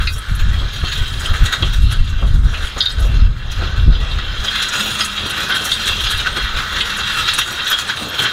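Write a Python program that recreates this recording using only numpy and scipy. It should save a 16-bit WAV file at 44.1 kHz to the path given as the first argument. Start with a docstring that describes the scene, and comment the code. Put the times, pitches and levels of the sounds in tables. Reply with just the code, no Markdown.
"""Weighted sled dragged over asphalt

A steel sled loaded with weight plates is dragged far off on a gusty day. Grit noise grinds under the runners
and shakes the resonant modes of the frame; blows make plates clank and the links of the tow chain clink.
Low noise buffets the microphone as wind, over a traffic murmur of coloured noise and a faint wavering sine hum.
A limiter holds the peaks."""
import sys
import numpy as np
from scipy import signal
from scipy.fft import rfft, irfft, next_fast_len
from scipy.io import wavfile
from scipy.ndimage import uniform_filter1d, minimum_filter1d, map_coordinates

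SR = 44100
rng = np.random.default_rng(int(sys.argv[2]) if len(sys.argv) > 2 else 0)


def wav_out(sig):
    """Save sig, one row per channel (or a flat mono array), as 16-bit PCM at SR to the path in sys.argv[1]."""
    wavfile.write(sys.argv[1], SR, np.round(np.clip(np.atleast_2d(sig).T, -1, 1) * 32767).astype(np.int16))


N = 366912

# Levels in the tables are starting points: trims and random wavering are added where they are used.

# distant traffic and low scrape: start_s, level_db
TRAFFIC_LEVEL = [(0, -42), (.14, -47), (.5, -40), (.78, -44), (1.5, -37.5), (2.15, -48.5), (2.5, -38),
                 (2.85, -48), (3.0, -37.5), (3.37, -44), (3.87, -36), (4.44, -36), (5.15, -37.5),
                 (5.35, -33.5), (5.8, -37.5), (6.8, -39), (7.45, -40), (8.1, -35.5), (8.32, -36)]
# dull knocks of the runners, lifting the low murmur: peak_s, lift_db
RUNNER_KNOCKS = [(.84, 18), (1.631, 18), (2.23, 13), (2.77, 14), (3.62, 7), (4.341, 6), (5.175, 6),
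                 (5.265, 6), (5.9, 8), (6.375, 9), (7.23, 8), (8.2, 6.5)]
# strength of the gusts under the thumps: start_s, level_db
GUST_LEVEL = [(0, -13), (.25, -32), (.5, -10.5), (.7, -24.5), (1.25, -23.5), (1.45, -18), (1.55, -26.5),
              (1.8, -8), (2.1, -21), (2.35, -9), (2.7, -29.5), (2.88, -30), (3.0, -14.5), (3.27, -8.5),
              (3.4, -22.5), (3.72, -21.5), (3.9, -10.5), (4.15, -18), (4.35, -29.5), (4.5, -36.5),
              (5.75, -39), (6.0, -29.5), (6.5, -27), (7.0, -35), (8.32, -49.5)]
# single eddies thumping the microphone: peak_s, peak_db
EDDY_THUMPS = [(.04, -37), (.16, -15), (0.318, -9), (.42, -11), (.55, -11), (.65, -24), (.76, -41),
               (.84, -15), (1.019, -12), (1.32, -1.5), (1.428, -2.5), (1.83, -13), (2.009, -5.5),
               (2.15, -16), (2.27, -25), (2.46, -6), (2.638, -10.5), (3.02, -14), (3.25, -15), (3.59, -13),
               (3.8, -11), (3.889, 1), (4.17, -24), (4.29, -21), (4.4, -18), (5.91, -24.5), (6.05, -24),
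               (6.16, -17), (6.33, -38), (6.44, -16.5), (6.56, -19), (6.74, -26), (7.18, -34)]
# the drag under the jerks: start_s, runner_grind_db, frame_ring_over_grind_db, chain_rattle_over_grind_db
DRAG_LEVEL = [(0, -24.5, -2, -19), (.14, -38.5, 2, 5), (.19, -39, 0, -5), (.22, -31.5, -1.5, -12),
              (.9, -31.5, 4, -9.5), (1.2, -29, 0, -9.5), (1.55, -25, 0, -15), (1.8, -37, 5.5, -9),
              (2.3, -36, 1, -12.5), (2.41, -40, -1.5, -8.5), (2.55, -27.5, -1.5, -13.5),
              (2.76, -32.5, 1.5, -11), (3.05, -36.5, 3, -6), (3.2, -30, 0.5, -19), (3.29, -42, -1, -13),
              (3.65, -29, 2.5, -18), (3.9, -37, 3.5, -16), (4.36, -26.5, 0.5, -16), (4.6, -25.5, 3.5, -9.5),
              (5.0, -26, 2.5, -6.5), (5.5, -25, 2, -10), (5.95, -25.5, 6, -5.5), (6.4, -23.5, 0, -14),
              (6.8, -22, -0.5, -15), (7.3, -22, 3, -10), (7.46, -27.5, 2, -3.5), (7.65, -22, 0, -11.5),
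              (8.0, -28.5, 1.5, -8.5), (8.32, -23.5, 0, -14)]
# the sled catches and jerks on, levels move up or down: peak_s, scrape_change_db, rattle_change_db
SLED_JERKS = [(.13, -3, 4.5), (.4, 3, 6), (.68, 0, 3), (.85, 5, 4.5), (0.932, 6.5, 12.5), (1.3, 1.5, 3),
              (1.2, -1, 7), (1.461, 3.5, 14), (1.53, 8, 15), (1.738, 7.5, 18.5), (1.918, 9, 15.5),
              (2.1, -3, 4), (2.78, 5, 1), (3.52, 0.5, 18), (4.451, 7, 11), (4.56, 4.5, 11), (4.629, 8, 13),
              (4.739, 5.5, 12.5), (4.87, 0.5, 0), (5.052, 1, 11), (5.178, 8.5, -6), (5.38, 3.5, 6),
              (5.508, 7, 2), (5.56, 5, 9), (5.65, 0, 16.5), (5.72, 0, 9.5), (5.88, 6, 8), (6.071, 5.5, -6),
              (6.12, 2.5, 8), (6.27, 6, 5), (6.371, 7.5, 11), (6.769, 7, 6), (6.98, -2, 4), (7.18, 2, 4),
              (7.288, 11, 9), (7.391, 9.5, 16), (7.6, 3, -10), (7.68, 1.5, 18.5), (7.718, 7.5, 14.5),
              (7.79, 5.5, 12), (7.9, 8.5, 6.5), (8.192, 7.5, 9.5), (8.26, 7, -2)]
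# chain links striking: start_s, peak_db, pitch_hz
CHAIN_CLINKS = [(0.179, -15, 9700), (0.3496, -15, 10800), (1.1972, -16, 8300), (1.2516, -16.5, 8550),
                (1.5254, -19, 7700), (1.917, -14.5, 10300), (1.435, -20, 14000), (2.041, -27, 8100),
                (2.78, -15, 6460), (2.91, -21, 8700), (7.7, -3, 13000), (2.9954, -17, 11200),
                (4.4373, -13, 6000), (4.684, -8, 7000), (4.812, -21, 6840), (4.9377, -15, 9500),
                (5.005, -14, 10000), (5.046, -8.5, 8400), (5.262, -18, 9970), (5.298, -9.5, 10600),
                (5.4859, -12, 11540), (5.5548, -17, 8340), (5.6496, -20, 6870), (5.8551, -12.5, 7830),
                (6.105, -10, 9800), (6.1735, -13.5, 10600), (6.369, -16, 8010), (6.8034, -15.5, 7940),
                (6.9646, -14, 10300), (7.3357, -3.5, 8900), (7.3806, -4, 9900), (7.6446, -14, 6600),
                (7.7834, -24, 7900), (7.8725, -15, 8300), (8.086, -13, 13600), (8.221, -9, 9900)]
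# plates knocking on the frame: start_s, peak_db, pitch_hz, upper_ring_relative_db, upper_pitch_hz
PLATE_CLANKS = [(0.0704, -1.5, 2500, 0.5, 4280), (0.9176, -10, 2690, 3.5, 4130),
                (1.253, -4.5, 3020, -26, 4270), (1.4576, -8, 3870, -12, 4100),
                (1.5275, -7, 3780, -12, 4040), (1.625, 0.5, 3030, -20, 4220),
                (2.5406, -6.5, 2740, -25, 4120), (2.804, 4, 3600, -3, 4800), (2.8569, 0, 3850, -25, 4240),
                (2.7673, -9, 1400, -20, 4100), (2.9, -12, 4800, 1, 3870), (3.948, -13.5, 3240, -23, 4100),
                (5.1764, -9, 3340, -9, 4300), (4.11, -14, 3540, 0, 4100), (4.1866, -3.5, 1350, -17, 4340),
                (4.481, -1, 3170, -28, 4100), (4.551, -1.5, 1470, -13, 4070), (5.005, 3, 3030, 0, 5270),
                (5.516, -2, 3380, -24, 4020), (5.7154, -0.5, 3500, -4, 4300), (5.9968, -7, 3250, -12, 4040),
                (6.1825, -3.5, 3670, -15, 4150), (6.2667, 2, 1330, -29, 4260), (6.8047, 3, 2890, -9, 4000),
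                (7.4138, 1.5, 3060, -26, 4010), (7.666, -1.5, 3370, -14, 4050),
                (8.191, -2, 3180, -22, 4080)]
# chain link modes: pitch_hz, width_hz, level_db
LINK_MODES = [(5565, 35, -1), (5765, 35, 1), (6000, 35, 0), (6520, 40, 2), (6850, 45, 2), (7200, 40, -5),
              (7800, 50, -7), (8010, 32, -4), (8300, 40, -5), (8550, 50, -6), (9160, 35, -6),
              (9840, 50, -6), (10050, 40, -5), (10700, 36, -7), (11400, 40, -8), (12100, 40, -9),
              (12700, 50, -9), (13600, 60, -10), (14200, 50, -10), (14800, 40, -12)]
# frame and plate modes: pitch_hz, width_hz, level_db
FRAME_MODES = [(1290, 50, -6), (1410, 50, -7), (1515, 60, -3), (1690, 60, -7), (1930, 30, -9),
               (2100, 35, -14), (2390, 45, -15), (2520, 35, -11), (2720, 60, -4), (2960, 50, -12),
               (3160, 40, -4), (3290, 60, 0), (3440, 40, -9), (3670, 25, -9), (3760, 40, -5),
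               (3850, 40, -9), (4020, 50, -10), (4200, 50, -9), (4350, 50, -15), (4610, 30, -17),
               (4760, 35, -19), (4890, 40, -16), (5110, 50, -15)]
# noise colour of the far traffic and low scrape: pitch_hz, relative_level_db
ROAD_COLOUR = [(35, -32), (60, 3.5), (97, -1), (124, 2), (167, -4.5), (207, -1), (261, -7), (372, -4.5),
               (1000, -11), (1300, -2.5), (2200, -120)]
# noise colour of the wind buffeting: pitch_hz, relative_level_db
BUFFET_COLOUR = [(7.1, -34), (12, -1), (43, 4), (80, -6), (100, -13), (180, -120)]
# noise colour of the faster wind flutter: pitch_hz, relative_level_db
FLUTTER_COLOUR = [(41, -47), (70, -3), (121, -10), (214, -25.5), (247, -27.5), (320, -37), (420, -44),
                  (700, -120)]
# noise colour of the chain hiss: pitch_hz, relative_level_db
HISS_COLOUR = [(3060, -37), (5200, 1.5), (6760, 6.5), (8780, 0), (10300, 2), (12200, -3.5), (14500, -5.5),
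               (15600, -7.5)]
# noise colour of the grinding runners: pitch_hz, relative_level_db
RUNNER_COLOUR = [(500, -77), (850, -12), (1020, -7), (1110, -4.5), (1460, 3.5), (1770, 1), (2060, -6.5),
                 (2400, -5), (3120, -58), (5280, -120)]
# noise colour of the sled body: pitch_hz, relative_level_db
BODY_COLOUR = [(1350, -69), (2300, -67), (2710, 2.5), (2930, -7), (3280, 1.5), (4100, -0.5), (4580, -14.5),
               (5400, -15), (7020, -17.5), (11900, -120)]

TOP_HZ = 15780  # upper band limit of the whole mix
STEP = 64  # samples between control values
# a far machine hums in the second half of the scene
HUM_START_S, HUM_END_S, HUM_EDGE_S = 4.4, 7.35, .1
HUM_HZ, HUM_DB, HUM_FADE_DB = 206, -41, -5  # centre pitch, first rms level, change by the end
THUMP_S = 0.017  # both rise and fall time of a thump
# flutter follows the gusts by a share of their dB, the thumps weakly
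FLUTTER_DB, FLUTTER_GUST, FLUTTER_THUMP_DB = -11, 0.77, -16.5
WIND_TOP = .85  # amplitude ceiling: the capsule cannot follow the strongest eddies
KNOCK_RISE_S, KNOCK_FALL_S = 0.0074, 0.02
JERK_RISE_S, JERK_FALL_S = 0.01, 0.017
FRAME_JERK = 1.03  # the frame level moves more than the runners
CLINK_LOW_DB, CLINK_LOW_HZ = -17.5, 6000  # every clink also rings the larger links


def amp(db):
    """Decibels to gain."""
    return 10 ** (np.asarray(db) / 20)


def unit(x):
    """Scaled to rms 1."""
    return x / np.sqrt(np.mean(x ** 2) + 1e-20)


def curves(rows):
    """One value per sample for each column after the time."""
    s, *columns = np.transpose(rows)
    t = np.arange(N) / SR
    return [np.interp(t, s, column) for column in columns]


def wobble(rate):
    """Random knots, rate a second, joined by straight lines."""
    knots = rng.standard_normal(int(N * rate / SR) + 4)
    return map_coordinates(knots, [np.arange(N) * rate / SR], order=1)


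def filtered(x, response):
    """x times a response of frequency."""
    m = next_fast_len(N + 8192)
    spectrum = rfft(x, m) * response(np.fft.rfftfreq(m, 1 / SR))
    return irfft(spectrum, m)[..., :N]


def coloured(x, points):
    """x with the (Hz, dB) colour drawn on a log frequency axis, rms 1."""
    f, db = np.transpose(points)
    return unit(filtered(x, lambda hz: amp(np.interp(np.log(hz + 1), np.log(f + 1), db))))


def resonate(x, hz, width_hz):
    """A two-pole resonance; an impulse rings at about its own height."""
    r = np.exp(-np.pi * width_hz / SR)
    w = 2 * np.pi * hz / SR
    return np.sin(w) * signal.lfilter([1], [1, -2 * r * np.cos(w), r * r], x)


def dying(x, seconds):
    """Every value leaves an exponential trail along the last axis, one value per STEP samples."""
    return signal.lfilter([1], [1, -np.exp(-STEP / (seconds * SR))], x)


def moves(times, sizes, rise, fall):
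    """Each event moves the curve quickly by its size, up or down, and it returns; overlaps add."""
    grid = np.arange(0, N, STEP)
    t = grid[:, None] / SR - np.asarray(times)
    shape = np.where(t < 0, np.exp(-(t / rise) ** 2), np.exp(-np.abs(t / fall)))
    return np.interp(np.arange(N), grid, shape @ np.asarray(sizes))


def jolts(rate, fade):
    """The sled skips over bumps: sudden rises of shaking that die away."""
    steps = N // STEP + 3
    return dying((rng.random(steps) < rate * STEP / SR) * rng.random(steps), fade)


def grit(bumps, bump_db, spiky_db, rate, spread, fade, lumpy_db):
    """Dense stone contacts of unequal size; bumps lift all bands, small scrapes flare up each in its own band."""
    contacts = rng.standard_normal(N) * amp(spiky_db * rng.exponential(size=N))
    bands = signal.stft(contacts, nperseg=2 * STEP)[2]
    flares = (rng.random(bands.shape) < rate * STEP / SR) * rng.random(bands.shape)
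    flares = abs(dying(uniform_filter1d(flares, spread, 0), fade))  # spread counts frequency bins
    # roots bound pile-ups
    lift = lumpy_db * np.sqrt(unit(flares)) + bump_db * np.sqrt(unit(bumps[:bands.shape[1]]))
    return unit(signal.istft(bands * amp(lift), nperseg=2 * STEP)[1][:N])


def ring(modes, drive, own_db, hits, reach, hit_db, scatter, free):
    """Each mode is shaken by the drive at its own wavering strength and struck by the hits near its pitch."""
    out = np.zeros(N)
    s, peak_db, main_hz, second_db, second_hz = np.transpose(hits)
    luck = rng.random((len(s), len(modes), 2))
    top_db = max(mode[2] for mode in modes)
    for (hz, width_hz, db), (weakness, delay) in zip(modes, luck.transpose(1, 2, 0)):
        # blows fade with the squared distance in octaves from their two pitches
        near = amp(-reach * np.log2(hz / main_hz) ** 2)
        near += amp(second_db - reach * np.log2(hz / second_hz) ** 2)
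        at = ((s + scatter * delay) * SR).astype(int)  # each mode starts at its own random delay
        blow_db = peak_db + hit_db + (db - top_db) / 2 - 10 * weakness
        blows = np.bincount(at, near * amp(blow_db), N)
        soft = resonate(blows, hz, 600) * np.pi * 600 / SR  # a blow lasts about a millisecond

        signs = rng.choice([-1, 1], N)  # random signs, sample by sample, keep the modes independent
        own_gain = amp(db - top_db + own_db * wobble(15))
        shake = drive * signs * own_gain * np.sqrt(2 * np.pi * width_hz / SR)
        out += resonate(shake, hz, width_hz)
        out += resonate(soft, hz, free * width_hz)  # free below 1 rings longer, above 1 shorter
    return out


def cracks(hits, colour, t60, level_db):
    """A short burst of broad noise at each blow, falling 60 dB in t60 seconds."""
    s, peak_db = np.transpose(hits)[:2]
    starts = np.bincount((s * SR).astype(int), amp(peak_db + level_db), N)
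    fade = signal.lfilter([1], [1, -amp(-60 / (t60 * SR))], starts)
    return fade * coloured(rng.standard_normal(N), colour)


def drag_levels():
    """dB of grind, frame ring and chain rattle: the underlying drag plus the jerks."""
    grind_db, frame_db, rattle_db = curves(DRAG_LEVEL)
    s, scrape_change_db, rattle_change_db = np.transpose(SLED_JERKS)
    jerk_db = moves(s, scrape_change_db, JERK_RISE_S, JERK_FALL_S)
    shake_db = moves(s, rattle_change_db, JERK_RISE_S, JERK_FALL_S)
    return grind_db + jerk_db, grind_db + frame_db + FRAME_JERK * jerk_db, grind_db + rattle_db + shake_db


def traffic(bumps):
    """Traffic murmurs far off with the low edge of the scrape: lumpy coloured noise, lifted by runner knocks."""
    murmur = grit(bumps, bump_db=3, spiky_db=0, rate=8, spread=1, fade=.03, lumpy_db=3.5)
    level_db = curves(TRAFFIC_LEVEL)[0] + 3.5 + 2.74 * wobble(13)
    knock_db = moves(*np.transpose(RUNNER_KNOCKS), KNOCK_RISE_S, KNOCK_FALL_S)
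    return amp(level_db + knock_db) * coloured(murmur, ROAD_COLOUR)


def hum():
    """A far machine's hum: one sine wavering in pitch and level."""
    level_db, = curves([(HUM_START_S - HUM_EDGE_S, -90), (HUM_START_S, HUM_DB),
                        (HUM_END_S, HUM_DB + HUM_FADE_DB), (HUM_END_S + HUM_EDGE_S, -90)])
    gain = np.sqrt(2) * amp(level_db + 4.3 * wobble(16))  # sine peak from rms
    return gain * np.sin(2 * np.pi * np.cumsum(HUM_HZ + 7 * wobble(25)) / SR)


def wind():
    """Gusts and eddies buffet the microphone, a faster flutter rides on them; a little stronger on the left."""
    gust_db, = curves(GUST_LEVEL)
    s, peak_db = np.transpose(EDDY_THUMPS)
    thumps = moves(s, amp(peak_db), THUMP_S, THUMP_S)
    lumps = wobble(16)
    buffet = unit(amp(2.0 * lumps) * coloured(rng.standard_normal(N), BUFFET_COLOUR))
    flutter = unit(amp(4.1 * lumps) * coloured(rng.standard_normal(N), FLUTTER_COLOUR))
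    flutter *= amp(FLUTTER_DB + FLUTTER_GUST * gust_db) + amp(FLUTTER_THUMP_DB) * thumps
    push = (amp(gust_db) + thumps) * buffet + flutter
    bounded = push / (1 + (push / WIND_TOP) ** 4) ** (1 / 4)
    return bounded * amp([[.2], [-.2]])


def chain(bumps):
    """The tow chain hisses over the ground as noise and its links clink as struck modes."""
    rattle = amp(drag_levels()[2])
    clinks = [(*row, CLINK_LOW_DB, CLINK_LOW_HZ) for row in CHAIN_CLINKS]
    drag = grit(bumps, bump_db=5.5, spiky_db=1.5, rate=2.5, spread=13, fade=.022, lumpy_db=7)
    hiss = rattle * amp(-5.5) * coloured(drag, HISS_COLOUR)
    links = ring(LINK_MODES, rattle * amp(-12) * drag, own_db=6, hits=clinks, reach=80, hit_db=-3,
                 scatter=.015, free=1.6)
    return hiss + links + cracks(CHAIN_CLINKS, HISS_COLOUR, t60=.05, level_db=-22)


def sled(bumps):
    """Runners grind on grit, which makes the frame sing at its modes; plates clank on it."""
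    grind_db, frame_db, _ = drag_levels()
    stones = grit(bumps, bump_db=3, spiky_db=2, rate=9, spread=3, fade=.012, lumpy_db=4.5)
    grind = amp(grind_db - 4) * coloured(stones, RUNNER_COLOUR)
    grind += amp(frame_db - 4.5) * coloured(stones, BODY_COLOUR)
    # low modes follow the runners, high modes the frame level
    low = [mode for mode in FRAME_MODES if mode[0] < 2200]
    high = FRAME_MODES[len(low):]
    song = ring(low, amp(grind_db - 8) * stones, own_db=5.5, hits=PLATE_CLANKS, reach=12, hit_db=-9,
                scatter=.004, free=.7)
    song += ring(high, amp(frame_db - 7) * stones, own_db=5.5, hits=PLATE_CLANKS, reach=200, hit_db=-3,
                 scatter=.004, free=.42)
    return grind + song + cracks(PLATE_CLANKS, BODY_COLOUR, t60=.06, level_db=-20)


def scene():
    """Everything but the wind reaches both channels alike; the same bumps shake sled, chain and murmur."""
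    bumps = jolts(rate=25, fade=.018)
    return traffic(bumps) + hum() + wind() + chain(bumps) + sled(bumps)


def record(dry):
    """A quick limiter turns the peaks down in both channels together, then the band limit."""
    need = np.minimum(1, .99 / (np.abs(dry).max(axis=0) + 1e-9))
    gain = uniform_filter1d(minimum_filter1d(need, size=601), size=301)
    return filtered(dry * gain, lambda hz: hz < TOP_HZ)


dry = scene()
out = record(dry)
wav_out(out)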